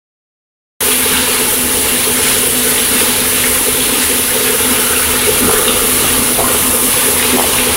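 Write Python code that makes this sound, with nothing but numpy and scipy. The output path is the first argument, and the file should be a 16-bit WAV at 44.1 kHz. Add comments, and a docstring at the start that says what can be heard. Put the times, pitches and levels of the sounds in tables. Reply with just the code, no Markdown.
"""Filling a plastic bathtub

After a short silence, a close mono microphone opens on a hard jet of water. Its spray hisses, it beats
bubbles into the pool and drums on the tub's shell; single splashes and gulps of trapped air stand out.
Something shifts in the tub: dull bumps, and short rubs whose slips chirp through the shell.
Underneath, the small tiled room drones."""
import sys
import numpy as np
from scipy import signal
from scipy.fft import rfft, irfft, next_fast_len
from scipy.io import wavfile
from scipy.ndimage import uniform_filter1d, minimum_filter1d, map_coordinates

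SR = 44100
rng = np.random.default_rng(int(sys.argv[2]) if len(sys.argv) > 2 else 0)


def digitize_waveform(pressure):
    """Quantize a signal to 16-bit integers and store it at the path in sys.argv[1].

    Rows of a 2-D input are taken as channels; values are limited to [-1, 1].
    """
    field = np.atleast_2d(pressure).T
    bounded = np.clip(field, -1, 1)
    quanta = np.round(bounded * 32767).astype(np.int16)
    wavfile.write(sys.argv[1], SR, quanta)


N = 342216

# deep modes of the small room: pitch_hz, width_hz, level_db
ROOM_MODES = [(41.3, 7.8, -1.5), (74.7, 11.5, 0), (78.3, 6.4, -3.5), (93, 2.9, -6), (122, 5.6, -5),
              (133, 4.2, 0)]
# low modes of the tub's shell: pitch_hz, width_hz, level_db
SHELL_MODES = [(226, 4.4, -10), (249.4, 5.9, 10.5), (303, 3.2, -12)]
# modes of the pool where the stream plunges in: pitch_hz, width_hz, level_db
POOL_MODES = [(369, 44, -11.5), (412, 34.4, -3), (446.8, 13.7, 2), (478.3, 19, -3), (508, 26.6, -3)]


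def amp(db):
    """Decibels to gain."""
    return 10 ** (np.asarray(db) / 20)


def unit(x):
    """Scale to rms 1."""
    return x / np.sqrt(np.mean(x ** 2) + 1e-20)


def steadied(x, size=5000):
    """Ride the gain to hold rms 1 over about size samples."""
    power = uniform_filter1d(uniform_filter1d(x ** 2, size), size)
    return x / np.sqrt(np.abs(power) + 1e-12)


def along(points, hz):
    """Read (frequency_hz, value) points on a log axis."""
    f, v = np.transpose(points)
    return np.interp(np.log(hz + 1), np.log(f + 1), v)


def automation(points):
    """Join (time_s, value) points into one value per sample."""
    return np.interp(np.arange(N) / SR, *np.transpose(points))


def swells(rows):
    """One smooth arch of gain for each (middle_s, length_s, peak_db) row."""
    t = np.arange(N) / SR
    return sum(amp(db) * np.cos(np.pi * np.clip((t - s) / length, -.5, .5)) for s, length, db in rows)


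def wobble(rate):
    """A smooth random curve, rate knots a second."""
    return map_coordinates(rng.standard_normal(int(N * rate / SR) + 4), [np.arange(N) * rate / SR])


def filtered(x, response):
    """Apply a frequency response."""
    m = next_fast_len(len(x) + SR // 2)
    return irfft(rfft(x, m) * response(np.fft.rfftfreq(m, 1 / SR)), m)[:len(x)]


def coloured(x, eq):
    """Apply an EQ of (frequency_hz, gain_db) points and scale to rms 1."""
    return unit(filtered(x, lambda hz: amp(along(eq, hz))))


def add(track, start_s, sound):
    """Mix a sound into the track."""
    part = track[max(round(start_s * SR), 0):][:len(sound)]
    part += sound[:len(part)]


def resonances(modes, hz):
    """The summed response of (pitch_hz, width_hz, level_db) modes."""
    return sum(amp(db) * 1j * hz * w / (c * c - hz * hz + 1j * hz * w) for c, w, db in modes)


def struck(modes, hz):
    """A blow heard away from where it lands: neighbouring modes swing in opposite senses."""
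    return resonances(modes[::2], hz) - resonances(modes[1::2], hz)


def impacts(rate):
    """Drops landing at random, rate a second, in random sizes."""
    return unit((rng.random(N) < rate / SR) * rng.standard_normal(N))


def bubbles(starts_s, pitches_hz, gains, cycles, length):
    """Damped sines that rise in pitch as each bubble nears the surface."""
    t = np.arange(700) / SR
    age = t * pitches_hz[:, None] / cycles
    tone = np.sin(2 * np.pi * cycles * age * (1 + 0.028 * age))
    ring = gains[:, None] * tone * np.exp(-age) * (1 - t / t[-1])
    at = (starts_s * SR).astype(int)[:, None] + np.arange(len(t))
    return np.bincount(at.ravel(), ring.ravel(), length)[:length]


def patchy(x, depth_db):
    """Neighbouring bands swell and fade on their own as the jet wanders."""
    bands = signal.stft(x, nperseg=512)[2]
    field = uniform_filter1d(rng.standard_normal(bands.shape), size=8, axis=0)
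    field = uniform_filter1d(field, size=14, axis=1)
    return signal.istft(bands * amp(depth_db * unit(field)), nperseg=512)[1][:N]


def walls(x, echo_db, sway_s=.00005):
    """Near reflections comb the sound; the comb drifts as the hand-held microphone sways."""
    # echoes off the tub's walls and the tiles: delay_s, relative_db
    echoes = [(.0023, -18.5), (.0041, -11.5), (.0067, -9.5), (0.0105, -8), (0.0154, -8.5)]
    n = np.arange(N)
    return x + sum(amp(db + echo_db) * np.interp(n - (delay_s + sway_s * wobble(1.3)) * SR, n, x)
                   for delay_s, db in echoes)


def bathroom(x):
    """The tiled room's short reverb."""
    # time to die away by 60 dB: frequency_hz, decay_s
    decay_times = [(150, 0.24), (1000, 0.56), (4000, 0.73), (14000, 0.096)]
    hz, t, bands = signal.stft(rng.standard_normal(SR // 2), SR, nperseg=256)
    fade = amp(-60 * t / along(decay_times, hz)[:, None])
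    tail = signal.istft(bands * fade, SR, nperseg=256)[1]
    return signal.fftconvolve(x, tail / np.linalg.norm(tail))[:N]


def drone():
    """The running water keeps the room's deep modes humming over a dull rumble."""
    # the drone's fader: time_s, gain_db
    fader = [(.8, -34.5), (2.0, -29.5), (4.2, -32), (5.1, -31), (5.5, -28), (6.3, -28.5), (6.8, -30.5),
             (7.76, -27.5)]
    # tone of the rumble: frequency_hz, gain_db
    rumble_eq = [(8, -9), (25, -2), (60, -11), (120, -0.5), (165, -24), (210, 8.5), (280, -1), (330, 8),
                 (560, 4), (700, 0.5), (1200, -16), (3000, -57)]
    boom = unit(filtered(rng.standard_normal(N), lambda hz: resonances(ROOM_MODES, hz)))
    rumble = amp(2.5) * coloured(rng.standard_normal(N), rumble_eq)
    return amp(automation(fader)) * (boom + rumble)


def bumps():
    """Soft, scuffing contacts: a swell of low shudder that wakes the tub and the room."""
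    # dull bumps against the tub: start_s, level_db, length_s, brightness_hz
    contacts = [(1.107, -25.5, 0.07, 330), (5.424, -22.5, 0.11, 400), (5.49, -16, 0.026, 1410),
                (5.537, -28, 0.038, 110), (6.037, -21, .03, 1220), (6.179, -21, 0.035, 380),
                (6.373, -18.5, 0.088, 1160), (6.542, -20, 0.018, 950), (6.601, -24.5, 0.034, 220),
                (6.696, -22, 0.033, 1000), (7.3, -35, 0.025, 420)]

    def body(hz):
        low_cut = hz ** 2 / (hz ** 2 + 170 ** 2)
        return low_cut + 0.6 * struck(SHELL_MODES, hz) + 1.2 * resonances(ROOM_MODES, hz)

    out, t = np.zeros(N), np.arange(SR // 3) / SR
    for start_s, db, length_s, bright_hz in contacts:
        age = 3.6 * t / length_s
        scuff = rng.standard_normal(len(t)) * age * np.exp(-age ** 2 / 2)
        thud = filtered(scuff, lambda hz: body(hz) / (1 + (hz / bright_hz) ** 6))
        add(out, start_s, amp(db) * thud * np.sqrt(length_s * SR / np.sum(thud ** 2)))
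    return out


def rubs(glide_s=0.0039, rise_s=0.0021, floor_hz=200, scatter_s=0.00042, scatter_db=1.5):
    """Bending waves travel faster at high pitch, so each slip on the shell lands as a falling chirp."""
    # runs of slips: start_s, length_s, slips_per_s, relative_db, top_hz
    runs = [(5.498, .019, 130, -15, 1200), (6.387, .024, 62, -11, 1220), (7.334, .028, 197, -8.5, 467),
            (7.372, .046, 84, -5, 1340), (7.437, .008, 190, -8.5, 1170)]
    out, t = np.zeros(N), np.arange(SR // 30) / SR
    envelope = (t / rise_s) ** 2 * np.exp(2 - 2 * t / rise_s)
    for start_s, length_s, rate, db, top_hz in runs:
        pitch_hz = floor_hz + (top_hz - floor_hz) * np.exp(-t / glide_s)
        delays_s = np.arange(0, length_s, 1 / rate)
        for delay_s, (late, strong, phase) in zip(delays_s, rng.standard_normal((12, 3))):
            slip = envelope * np.sin(2 * np.pi * (np.cumsum(pitch_hz) / SR + phase))
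            add(out, start_s + delay_s + scatter_s * late, amp(db + scatter_db * strong) * slip)
    return out


def stray_drops(decay_s=0.0037):
    """A stray drop smacks the shell: a dry click."""
    # drops on the shell: start_s, relative_db
    drops = [(7.226, 1.5), (7.534, -1)]
    # tone of the smack: frequency_hz, gain_db
    smack_eq = [(400, -3), (1100, -2), (3000, 3), (5000, -6), (8000, -23), (14000, -35)]
    out, t = np.zeros(N), np.arange(SR // 20) / SR
    for start_s, db in drops:
        click = coloured(rng.standard_normal(len(t)), smack_eq) * np.exp(-t / decay_s)
        add(out, start_s, amp(db - 7.5) * click)
    return out


def slugs():
    """Heavy lumps of water ring the pool, and faintly the shell, in one blow."""
    # plunges into the pool: start_s, peak_db
    plunges = [(0.874, -11.5), (1.283, -13.5), (1.762, -14), (2.425, -13), (2.66, -12.5), (3.005, -10),
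               (3.496, -17), (3.671, -10), (3.735, -15), (4.09, -11.5), (4.398, -8.5), (4.488, -12),
               (5.265, -7), (6.381, -12), (7.644, -24)]
    blow = filtered(signal.unit_impulse(SR // 4),
                    lambda hz: struck(POOL_MODES, hz) + 0.1 * struck(SHELL_MODES, hz))
    out = np.zeros(N)
    for start_s, db in plunges:
        add(out, start_s, amp(db) * blow / np.abs(blow).max())
    return out


def single_splashes(count=24):
    """Each splash is a short cluster of ringing bubbles of about one size."""
    # splashes and gulps that stand out: start_s, level_db, pitch_hz, length_s
    splashes = [(0.917, -20, 2800, 0.026), (1.128, -22, 1590, 0.04), (1.168, -24, 2860, 0.043),
                (2.04, -24, 4100, 0.023), (2.376, -22, 6800, 0.016), (2.78, -23, 3300, .04),
                (3.439, -22, 2060, 0.044), (3.804, -21, 3560, 0.033), (4.463, -24, 2630, 0.026),
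                (4.962, -27, 2510, 0.076), (5.557, -22, 1560, 0.034), (5.68, -17, 3120, 0.034),
                (5.821, -33, 3120, 0.12), (6.441, -22, 1194, 0.057), (7.196, -23, 1880, 0.028),
                (7.583, -21.5, 2760, 0.06)]
    out = np.zeros(N)
    for start_s, db, pitch_hz, length_s in splashes:
        late, detune, faint = rng.random((count, 3)).T
        pitches_hz = pitch_hz * np.exp(0.31 * (detune - .5))
        gains = amp(-9 * late - 20 * faint)
        cluster = bubbles(length_s * late ** 2, pitches_hz, gains, cycles=8.5, length=SR // 6)
        add(out, start_s, amp(db) * cluster * np.sqrt(length_s * SR / np.sum(cluster ** 2)))
    return out


def churning(start_hz=1480, hold_until_s=4.4, sink_hz_per_s=150):
    """Shallow water churns: a hollow band of gurgle holds its pitch, then sinks steadily."""
    # the churn's fader: time_s, level_db
    fader = [(.8, -44), (4.3, -47), (4.55, -30.5), (5.0, -24), (5.2, -29), (5.6, -24.5), (6.0, -28.5),
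             (7.76, -28)]
    level_db = automation(fader) + wobble(10)
    pitch_hz = start_hz - sink_hz_per_s * np.maximum(np.arange(N) / SR - hold_until_s, 0)
    flutter = unit(filtered(impacts(2500), lambda hz: 1 / (1 + (hz / 190) ** 4)))
    return amp(level_db) * unit(flutter * np.sin(2 * np.pi * np.cumsum(pitch_hz) / SR))


def spatter():
    """The jet spatters harder for a moment: a dense flurry of drops."""
    # flurries: middle_s, length_s, level_db
    flurries = [(2.28, 0.29, -18), (4.025, 0.075, -16)]
    # tone of the drops: frequency_hz, gain_db
    spatter_eq = [(800, -27), (1600, 14), (3000, 7), (6500, 5), (9000, 10.5), (13000, -33), (16000, -18)]
    return swells(flurries) * coloured(impacts(4000), spatter_eq)


def drumming(hum_db=-26, gulps_per_s=11):
    """Uneven blows of the stream ring the shell and the pool; trapped air gulps now and then."""
    # the stream surges and the shell's hum swells: middle_s, length_s, level_db
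    surges = [(1.2, 0.24, -25), (2.6, 0.22, -24.5), (2.98, .24, -21.5), (3.96, 0.17, -21),
              (4.7, 0.17, -20.5), (5.44, 0.073, -15), (6.22, 0.22, -20), (6.87, 0.19, -24),
              (7.35, .16, -18)]
    # the pool's glugging, strongest while the water churns: time_s, gain_db
    pool_fader = [(.8, -27), (4.2, -28), (4.55, -24), (5.15, -24.5), (5.55, -20), (6.1, -28.5),
                  (7.76, -25.5)]
    blows = unit(impacts(200) + 0.3 * rng.standard_normal(N)) * amp(0.87 * wobble(30))
    hum = steadied(filtered(blows, lambda hz: struck(SHELL_MODES, hz)))
    glugs = steadied(filtered(blows, lambda hz: struck(POOL_MODES, hz)))
    trapped_air = (rng.random(N) < gulps_per_s / SR) * rng.uniform(0.67, 1, N)
    gulps = unit(filtered(trapped_air, lambda hz: struck(POOL_MODES, hz)))
    hum_gain = np.hypot(amp(hum_db + 1.2 * wobble(11)), swells(surges))
    pool = amp(2.5 * wobble(42)) * glugs + amp(-2.5) * gulps
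    return hum_gain * hum + amp(automation(pool_fader)) * pool


def jet_splashing(wander_db, level_db=-18.53, count=4500):
    """The jet beats in a cloud of small bubbles, which sound in the hollow of the tub."""
    # how hard the jet beats on the water: time_s, offset_db
    flow = [(.8, .5), (1.2, 0.8), (1.95, -0.8), (2.25, -0.2), (3.3, 1), (4.3, -.5), (5.7, 0.9), (6.6, -1.6),
            (7.2, 1.1), (7.76, 0)]
    # air ringing between the tub's walls: pitch_hz, width_hz, over_direct_db
    hollow_modes = [(855.5, 25, 2.5), (1093, 14, -3), (1376, 16, -19), (1936, 19, -6), (2148, 21, 0),
                    (2360, 22, 0), (2707, 18, -1), (2786, 14, 3), (3010, 26, -3.5), (3900, 14, -13)]
    # tone of the splashing: frequency_hz, gain_db
    splash_eq = [(300, -20), (680, -14.5), (900, -4), (1500, -1.7), (1850, -1.5), (2150, -1), (2520, -1.5),
                 (2850, 0.5), (3400, 0.5), (4200, -1.5), (5000, -6), (7000, -8.5), (12000, -28)]
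    when, height, strength = rng.random((count, 3)).T
    gains = amp(-2.5 * np.log(1 - strength * .98))  # many quiet, a few loud
    cloud = bubbles(when * N / SR, 700 * 7 ** height, gains, cycles=21.5, length=N)
    water = patchy(rng.standard_normal(N) + 0.27 * unit(cloud), depth_db=0.76)
    water = filtered(walls(water, echo_db=-6), lambda hz: 1 + resonances(hollow_modes, hz))
    gain = amp(level_db + automation(flow) + wander_db + 0.27 * wobble(25))
    return gain * coloured(water, splash_eq)


def jet_hiss(wander_db, level_db=-13.55):
    """Fine spray from the jet: noise with a dense prickle of droplets."""
    # tone of the spray: frequency_hz, gain_db
    hiss_eq = [(2500, -18.5), (4500, -22.5), (5500, -10.5), (7000, -9.5), (8200, -6), (9200, -1),
               (10000, 3.5), (10450, 3.5), (11200, -0.5), (12000, -2), (13200, -5.5), (15000, -4.5),
               (15900, -7.5)]
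    spray = patchy(rng.standard_normal(N) + 0.33 * impacts(3000), depth_db=0.96)
    gain = amp(level_db + wander_db + 0.61 * wobble(55))
    return gain * coloured(walls(spray, echo_db=-5.5), hiss_eq)


def scene():
    """Running water and the small events in the tub, alike in both channels."""
    hiss_wander_db, splash_wander_db = 0.6 * wobble(7), 0.85 * wobble(7)
    jet = jet_hiss(hiss_wander_db) + jet_splashing(splash_wander_db)
    water = jet + drumming() + churning() + spatter() + drone()
    events = single_splashes() + bumps() + slugs() + stray_drops()
    mono = water + events + amp(-6.0) * bathroom(events) + amp(-1.5) * rubs()
    return np.array([mono, mono])


def record(dry, open_s=0.805, fade_s=0.0022, ceiling=1.08, top_hz=15800):
    """The microphone opens, a limiter holds the peaks, and a steep low-pass cuts the top."""
    live = dry * np.clip((np.arange(N) / SR - open_s) / fade_s, 0, 1)
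    needed_gain = np.minimum(1, ceiling / (np.abs(live).max(axis=0) + 1e-9))
    gain = uniform_filter1d(minimum_filter1d(needed_gain, size=400), size=400)
    low_pass = lambda hz: 1 / (1 + (hz / top_hz) ** 400)
    return np.array([filtered(side * gain, low_pass) for side in live])


dry = scene()
out = record(dry)
digitize_waveform(out)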